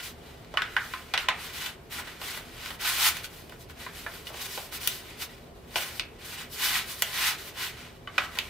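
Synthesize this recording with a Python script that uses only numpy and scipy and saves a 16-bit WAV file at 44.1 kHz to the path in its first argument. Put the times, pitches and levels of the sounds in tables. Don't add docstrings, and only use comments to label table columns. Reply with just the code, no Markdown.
import sys
import numpy as np
from scipy import signal
from scipy.fft import rfft, irfft, next_fast_len
from scipy.io import wavfile
from scipy.ndimage import uniform_filter1d, map_coordinates

SR = 44100
rng = np.random.default_rng(int(sys.argv[2]) if len(sys.argv) > 2 else 0)


def invert_db(x):
    u = np.asarray(x, float) / 20
    return 10 ** u


def transcribe(signal):
    frames = np.atleast_2d(signal).T
    limited = np.clip(frames, -1, 1)
    pcm = np.round(limited * 32767).astype(np.int16)
    wavfile.write(sys.argv[1], SR, pcm)


N = 374409


def unit(x):
    return x / np.sqrt(np.mean(x ** 2) + 1e-20)


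def along(points, hz):
    f, v = np.transpose(points)
    return np.interp(np.log(hz + 1), np.log(f + 1), v)


def wobble(knots_per_s):
    knots = rng.standard_normal(int(N * knots_per_s / SR) + 4)
    return map_coordinates(knots, [np.arange(N) * knots_per_s / SR])


def filtered(x, response):
    n = x.shape[-1]
    m = next_fast_len(n + 8192)
    return irfft(rfft(x, m) * response(np.fft.rfftfreq(m, 1 / SR)), m)[..., :n]


def peak(f, hz, width_hz):
    return 1j * f * width_hz / (hz * hz - f * f + 1j * f * width_hz)


def spread(pair, alike):
    turn = lambda hz: np.arccos(np.clip(along(alike, hz), -1, 1)) / 2
    mid, side = filtered(pair, lambda hz: np.array([np.cos(turn(hz)), np.sin(turn(hz))]))
    return np.array([mid + side, mid - side])


# frequency in Hz, width in Hz, level in dB.
DUCT_MODES = [(38.5, 8.8, 2.5), (76.4, 13.3, 0.9), (119.2, 21.5, -3), (165, 23, -4.5), (243, 20.3, -6),
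              (295, 4.4, -18), (376, 50, -12), (453.5, 15, -14), (681, 19, -11)]
# frequency in Hz, density in dB per Hz.
HISS_SPECTRUM = [(130, -45), (210, -14), (300, -7), (400, -5), (660, -10), (1000, -14), (1400, -19),
                 (2200, -27), (4000, -33), (8000, -38), (16000, -43)]
# frequency in Hz, left-right likeness from -1 to 1.
HUM_LIKENESS = [(60, 1), (180, 0.87), (550, 0.6), (1650, -0.2), (4970, -1), (15000, -5)]


def hum():
    ducts = lambda f: sum((-1) ** k * invert_db(db) * peak(f, hz, w) for k, (hz, w, db) in enumerate(DUCT_MODES))
    low_cut = lambda f: f ** 2 / (f ** 2 + 30 ** 2)
    rumble = unit(filtered(rng.standard_normal((2, N)), lambda f: ducts(f) * low_cut(f)))
    hiss = unit(filtered(rng.standard_normal((2, N)), lambda hz: invert_db(along(HISS_SPECTRUM, hz))))
    rumble_db = -51 + .6 * wobble(4)
    hiss_db = -52.5 + wobble(3.38) / 2
    return spread(invert_db(rumble_db) * rumble + invert_db(hiss_db) * hiss, HUM_LIKENESS)


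# peak in seconds, length in seconds, sheet level in dB, hiss over the sheet in dB.
SWIPES = [(0.004, .07, -37, -14), (0.056, 0.18, -39, -3), (0.3, 0.6, -51.5, -11), (0.62, 0.45, -46, -16),
          (1.443, 0.26, -37.5, -7), (2.31, .4, -37.5, -6.5), (2.9, .2, -26, -4.5), (3.173, 0.19, -38.5, -6),
          (3.248, .08, -39.5, -2), (3.36, 0.31, -48.5, -2), (3.527, .15, -51.5, -9),
          (3.612, 0.12, -55, 2.5), (3.707, 0.068, -47, -6), (4.15, 0.43, -44.5, -4),
          (4.42, 0.11, -34.5, -3), (4.37, 0.23, -40.5, -7.5), (4.55, 0.39, -40, -0.5),
          (5.1, 0.54, -44.5, -11), (5.223, 0.11, -34, -3), (5.97, 0.11, -50, 4), (6.54, 0.12, -48, 7),
          (6.66, 0.23, -24, -4), (6.76, 0.2, -24.5, -8.5), (6.91, 0.19, -38.5, -0.5),
          (7.03, 0.34, -44.5, 2.5), (7.17, 0.26, -42, -2), (7.632, 0.21, -29.5, -7)]
PUSHES = [
    (1.235, 0.26, -39, -18),
    (1.664, 0.35, -35.5, -8),
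    (2.68, 0.38, -38.5, -9),
    (3.075, .26, -22, -3),
    (6.41, 0.35, -37, -10),
    (7.28, 0.35, -23.5, -7),
    (7.483, 0.24, -43, -3.5),
    (7.842, .6, -43.5, -14),
    (8.246, 0.24, -37.5, -13),
]
DRAGS = [(0.833, 0.94, -44, -8), (1.32, 0.44, -45, -26), (2.06, 0.4, -42.5, -11), (3.821, .25, -40, -10),
         (3.971, 0.25, -41.5, -4.5), (4.275, 0.1, -43.5, -1.5), (4.745, 0.16, -41, -22),
         (4.9, 0.28, -39.5, 1.5), (5.31, 0.35, -51.5, -9), (5.81, 0.34, -34, -4), (8.371, 0.62, -43, -9.5)]
SLIDES = [(0.92, 0.25, -51, -6), (1.21, 0.072, -46, -2), (1.965, 0.14, -38, -5.5), (2.3, 0.23, -40.5, -5),
          (4.75, 0.075, -41, 0.5), (5.725, .06, -56, -20), (5.775, 0.034, -33.5, -0.5),
          (5.82, 0.045, -35, -3), (4.84, 0.084, -42, 1), (6.225, 0.087, -47, -9), (6.3, 0.15, -44.5, -1),
          (6.34, 0.046, -39.5, -5), (4.455, 0.035, -37, -2.5), (7.22, .24, -39, -2), (7.405, .07, -43, -5),
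          (7.61, .1, -36, -8), (4.8, .07, -46, -9), (2.85, .12, -31, -8), (3.03, .12, -27, -4),
          (2.735, .08, -46, -5), (1.59, .14, -39.5, -6)]


def strokes():
    edge_db, hiss_steeper = 22.5, 1.12
    round_top, flat_top = 1.367, 5.2
    rest_sheet_db, rest_hiss_db = -60, -68
    kinds = [(SWIPES, .48, round_top), (PUSHES, .73, round_top), (DRAGS, .35, round_top), (SLIDES, .49, flat_top)]
    t = np.arange(0, N / SR + .004, .002)
    power = invert_db(2 * np.array([[rest_sheet_db], [rest_hiss_db]]))
    for table, rise, shape in kinds:
        s, length_s, db, hiss_db = np.transpose(table)[:, :, None]
        side_s = length_s * np.where(t < s, rise, 1 - rise)
        loss_db = edge_db * (np.abs(t - s) / side_s) ** shape
        levels_db = [db - loss_db, db + hiss_db - hiss_steeper * loss_db]
        power = power + (invert_db(levels_db) ** 2).sum(axis=1)
    return [np.interp(np.arange(N) / SR, t, np.sqrt(p)) for p in power]


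def slips(spectrum, scatter_db, patchy_db):
    size = invert_db(scatter_db * np.clip(rng.standard_normal(N), -2, 2))
    z = signal.stft(size * rng.standard_normal((2, N)), nperseg=256)[2]
    field = uniform_filter1d(rng.standard_normal(z.shape[1:]), 4, 0)
    field = uniform_filter1d(field, 8, 1)
    pair = signal.istft(z * invert_db(patchy_db * unit(field)), nperseg=256)[1][:, :N]
    return unit(filtered(pair, lambda hz: invert_db(along(spectrum, hz))))


# frequency in Hz, density in dB per Hz.
SHEET_SPECTRUM = [(250, -64), (500, -41), (700, -9), (1150, -3.5), (2200, 1), (3900, -2.5), (5500, -10),
                  (9000, -15.5), (13000, -56)]
SKIN_SPECTRUM = [(1500, -62), (3000, -1.5), (4500, 1), (7100, -4.5), (9300, -4), (10600, -5.5),
                 (12500, -7.5), (15500, -6), (16200, -49)]


def rubbing():
    shake, slide = strokes()
    grip_db = .9 * wobble(25) + .7 * wobble(90)
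    sheet = shake * invert_db(grip_db - 2.38) * slips(SHEET_SPECTRUM, scatter_db=5.0, patchy_db=0.75)
    hiss = slide * invert_db(grip_db + 0.57) * slips(SKIN_SPECTRUM, scatter_db=1.0, patchy_db=1.5)
    return sheet + hiss


def evened(x):
    z = rfft(x)
    return irfft(z / (np.abs(z) + 1e-9), x.shape[-1])


# frequency in Hz, width in Hz, gain in dB.
SHEET_MODES = [(700, 1030, 8.5), (1546, 1400, 0), (3010, 3480, 4.5), (9000, 15000, 3)]


def blows(table, rise):
    out, t = np.zeros((2, N + 2048)), np.arange(2048) / SR
    rattles = rng.standard_normal((len(table), 2, 2048))
    for (s, db, thump_db, snap_db, crack_db, ms), rattle in zip(table, rattles):
        u = t / (np.clip(ms, .3, 9) / 1000)
        swell = (1 - np.exp(-(u + 0.006) / rise)) * np.exp(-u)
        force = evened(rattle * swell) * np.exp(-u / 2)
        pop = 0
        for k, ((hz, width_hz, gain_db), part_db) in enumerate(zip(SHEET_MODES, (thump_db, 0, snap_db, crack_db))):
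            kick = force * np.exp(-u * hz / 7000)
            part = filtered(kick, lambda f: (-1) ** k * peak(f, hz, width_hz) ** 3)
            pop = pop + invert_db(gain_db + part_db) * part / np.abs(part[0]).max()
        out[:, round((s - .0004) * SR):][:, :2048] += invert_db(db) * pop
    return out[:, :N]


# start in seconds, fold peak in dB, snap in dB, crack in dB, length in ms.
FLICKS = [
    (0.447, -50, 3, -6, 1.5),
    (2.66, -34, 1, -4, 3),
    (3.5219, -38, -18, -11, 4),
    (3.6976, -42, -5, -10.5, 5.6),
    (4.8745, -29, 11, 16.5, 1.6),
    (5.9965, -32, 14, -9, 1.4),
    (7.0224, -22, 7, 10, 1.23),
    (8.388, -29.5, 15, 3, 0.82),
]


def flicks():
    thump_db = -15
    return blows([(s, db, thump_db, snap, crack, ms) for s, db, snap, crack, ms in FLICKS], rise=.02)


# start in seconds, fold peak in dB, thump in dB, snap in dB, length in ms.
CREASES = [(0.5402, -52.5, 16.5, 13, 4.5), (0.5721, -11.5, -39, -13, 5.6), (0.62, -20, -44, -2, 2.3),
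           (0.7665, -11.5, -29, -13, 1.94), (0.9376, -20.5, -34, -10, 1.2), (1.1379, -18.5, -21.5, -1, 5.2),
           (1.177, -23, -16.5, 4, 1.6), (1.287, -16, -14, 1.5, 1.5), (1.9976, -31, -20, -21, 4),
           (3.8642, -29, -26, -25, 4.3), (4.0641, -24.5, -14.5, -13, 2.8), (4.2695, -46.5, -12, 14, 4.9),
           (4.5765, -39.5, 3.5, 11, 3.5), (4.7245, -38, -14, -1.1, 2.1), (5.7464, -48, -1.1, -2.1, 3.5),
           (5.7578, -27, -4, 10.5, 4), (8.0737, -31, -22, -13, 3.5), (8.1804, -15.5, -20.5, -4, 5.3)]
TOUCHES = [(1.6603, -34.5, -9, 8, 4.6), (1.9836, -29.5, -19, -21, 8.9), (2.0734, -33.5, -25, -5, 6),
           (2.2145, -35.5, -2.5, 6.5, 3.9), (2.373, -32.5, -10.1, 0, 4.8), (2.705, -29, -14, -3, 3.2),
           (2.981, -22.5, -17, -3, 3), (3.1682, -34, -25, 7, 2), (3.2427, -38, -26, 9, 2.6),
           (3.4944, -58, 8, 20.5, 3.3), (4.2992, -55, 16.5, 2.1, 5.1), (4.342, -41.5, 6, 9, 1.7),
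           (4.8322, -40.5, -5, 13, 1.7), (8.3534, -36, -16, 1, 2.7), (8.3723, -28, -10, -5, 2.5)]


def pops():
    def cracked(rows, crack_db):
        return [(s, db, thump, snap, crack_db + snap, ms) for s, db, thump, snap, ms in rows]

    creases = blows(cracked(CREASES, crack_db=-22), rise=.02)
    touches = blows(cracked(TOUCHES, crack_db=-8), rise=3)
    return creases + invert_db(-5.0) * touches


# start in seconds, pitch in Hz, level in dB, t60 in seconds.
FLAP_RINGS = [(.572, 2965, -16.5, 0.035), (.573, 1504, -24, 0.062), (0.621, 1490, -26, .06),
              (0.765, 1570, -19, .06), (0.939, 1036, -35.5, 0.18), (1.139, 1970, -27, 0.14),
              (1.139, 772, -31.5, 0.14), (1.178, 2850, -27, 0.038), (1.286, 1021, -20, 0.11),
              (1.285, 2945, -16, 0.038), (3.867, 990, -34.5, 0.055), (4.067, 1725, -29, 0.081),
              (4.27, 2900, -37, 0.091), (4.578, 536, -39, 0.085), (5.76, 700, -42, 0.098),
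              (8.075, 1150, -37, 0.11), (8.074, 2990, -34.5, 0.067), (8.181, 1450, -23.5, 0.069),
              (8.183, 2460, -12.5, 0.027), (8.388, 2680, -27, .04), (8.181, 3900, -27, .03),
              (8.181, 5100, -29, .03), (0.766, 2950, -26, .04), (0.574, 1100, -26, .12),
              (1.287, 1550, -24, .08), (8.388, 4600, -27, .025)]


def flaps():
    out, t = np.zeros(N + 8192), np.arange(8192) / SR
    detunes = rng.uniform(.02, .04, (len(FLAP_RINGS), 1))
    for (s, hz, db, t60_s), detune in zip(FLAP_RINGS, detunes):
        pair = np.sin(2 * np.pi * hz * t) + 0.29 * np.sin(2 * np.pi * hz * (1 + detune) * t)
        onset = 1 - np.exp(-t / 0.0003)
        out[round(s * SR):][:8192] += invert_db(db - 60 * t / t60_s) * onset * pair
    return out[:N] * np.array([[1], [-1]])


# frequency in Hz, width in Hz, lift in dB.
GAP_MODES = [(783, 30, 4), (1034, 35, 7), (1279, 25, 4), (1430, 25, 5), (1512, 35, 4), (1963, 40, 5),
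             (2278, 50, 3), (2980, 50, 5)]


def gap(x):
    lifts = lambda f: sum((invert_db(db) - 1) * peak(f, hz, w) for hz, w, db in GAP_MODES)
    return filtered(x, lambda f: 0.9 + 0.46 * lifts(f))


def bounced(x, share):
    bounce_s = .00204
    return filtered(x, lambda f: 1 + share * np.exp(-2j * np.pi * f * bounce_s))


# frequency in Hz, t60 in seconds.
WALL_T60 = [(300, 0.54), (1500, 0.5), (4000, 0.23), (12000, 0.08)]


def room(x, count=6):
    turn_s, delay_s = .07, .0035
    place, out = (np.arange(N) / SR / turn_s) % count, 0
    for k in range(count):
        hz, t, z = signal.stft(rng.standard_normal((2, SR // 2)), SR, nperseg=256)
        early = 1 + 1.22 * np.exp(-t / 0.024)
        fade = invert_db(-60 * t / along(WALL_T60, hz)[:, None]) * early
        tail = signal.istft(z * fade, SR, nperseg=256)[1]
        tail = np.pad(tail, ((0, 0), (round(delay_s * SR), 0)))
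        away = np.abs(place - k)
        away = np.minimum(away, count - away)
        share = np.sin(np.pi / 2 * np.clip(1 - away, 0, 1))
        out = out + signal.oaconvolve(x * share, tail / np.linalg.norm(tail[0]), axes=1)[:, :N]
    return out


# frequency in Hz, left-right likeness from -1 to 1.
PAPER_LIKENESS = [(300, 1), (1400, 0.76), (3000, 0.61), (7000, 0.32), (15000, 0.56)]
# frequency in Hz, left minus right in dB.
MIC_LEAN = [(300, 0.5), (2400, -1.5), (4400, 1), (15000, 1)]


def scene():
    rubs, creases, nails = gap(rubbing()), gap(pops()), gap(flicks())
    far = room(invert_db(-11.0) * rubs + invert_db(-1.5) * creases + invert_db(-4) * nails)
    near = bounced(rubs, share=.15) + bounced(creases + nails, share=.6)
    paper = spread(near + far, PAPER_LIKENESS)
    leaning = filtered(paper, lambda hz: invert_db(np.outer([.5, -.5], along(MIC_LEAN, hz))))
    return leaning + hum() + spread(flaps(), [(300, .98), (3000, 0.95)])


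def roll_off(x):
    return signal.sosfilt(signal.butter(12, 16990, fs=SR, output="sos"), x)


def record(dry):
    top_hz = 16800
    capsule = lambda hz: (1 + 0.9 * peak(hz, 12830, 3200)) * (hz < top_hz)
    return roll_off(filtered(dry, capsule))


dry = scene()
out = record(dry)
transcribe(out)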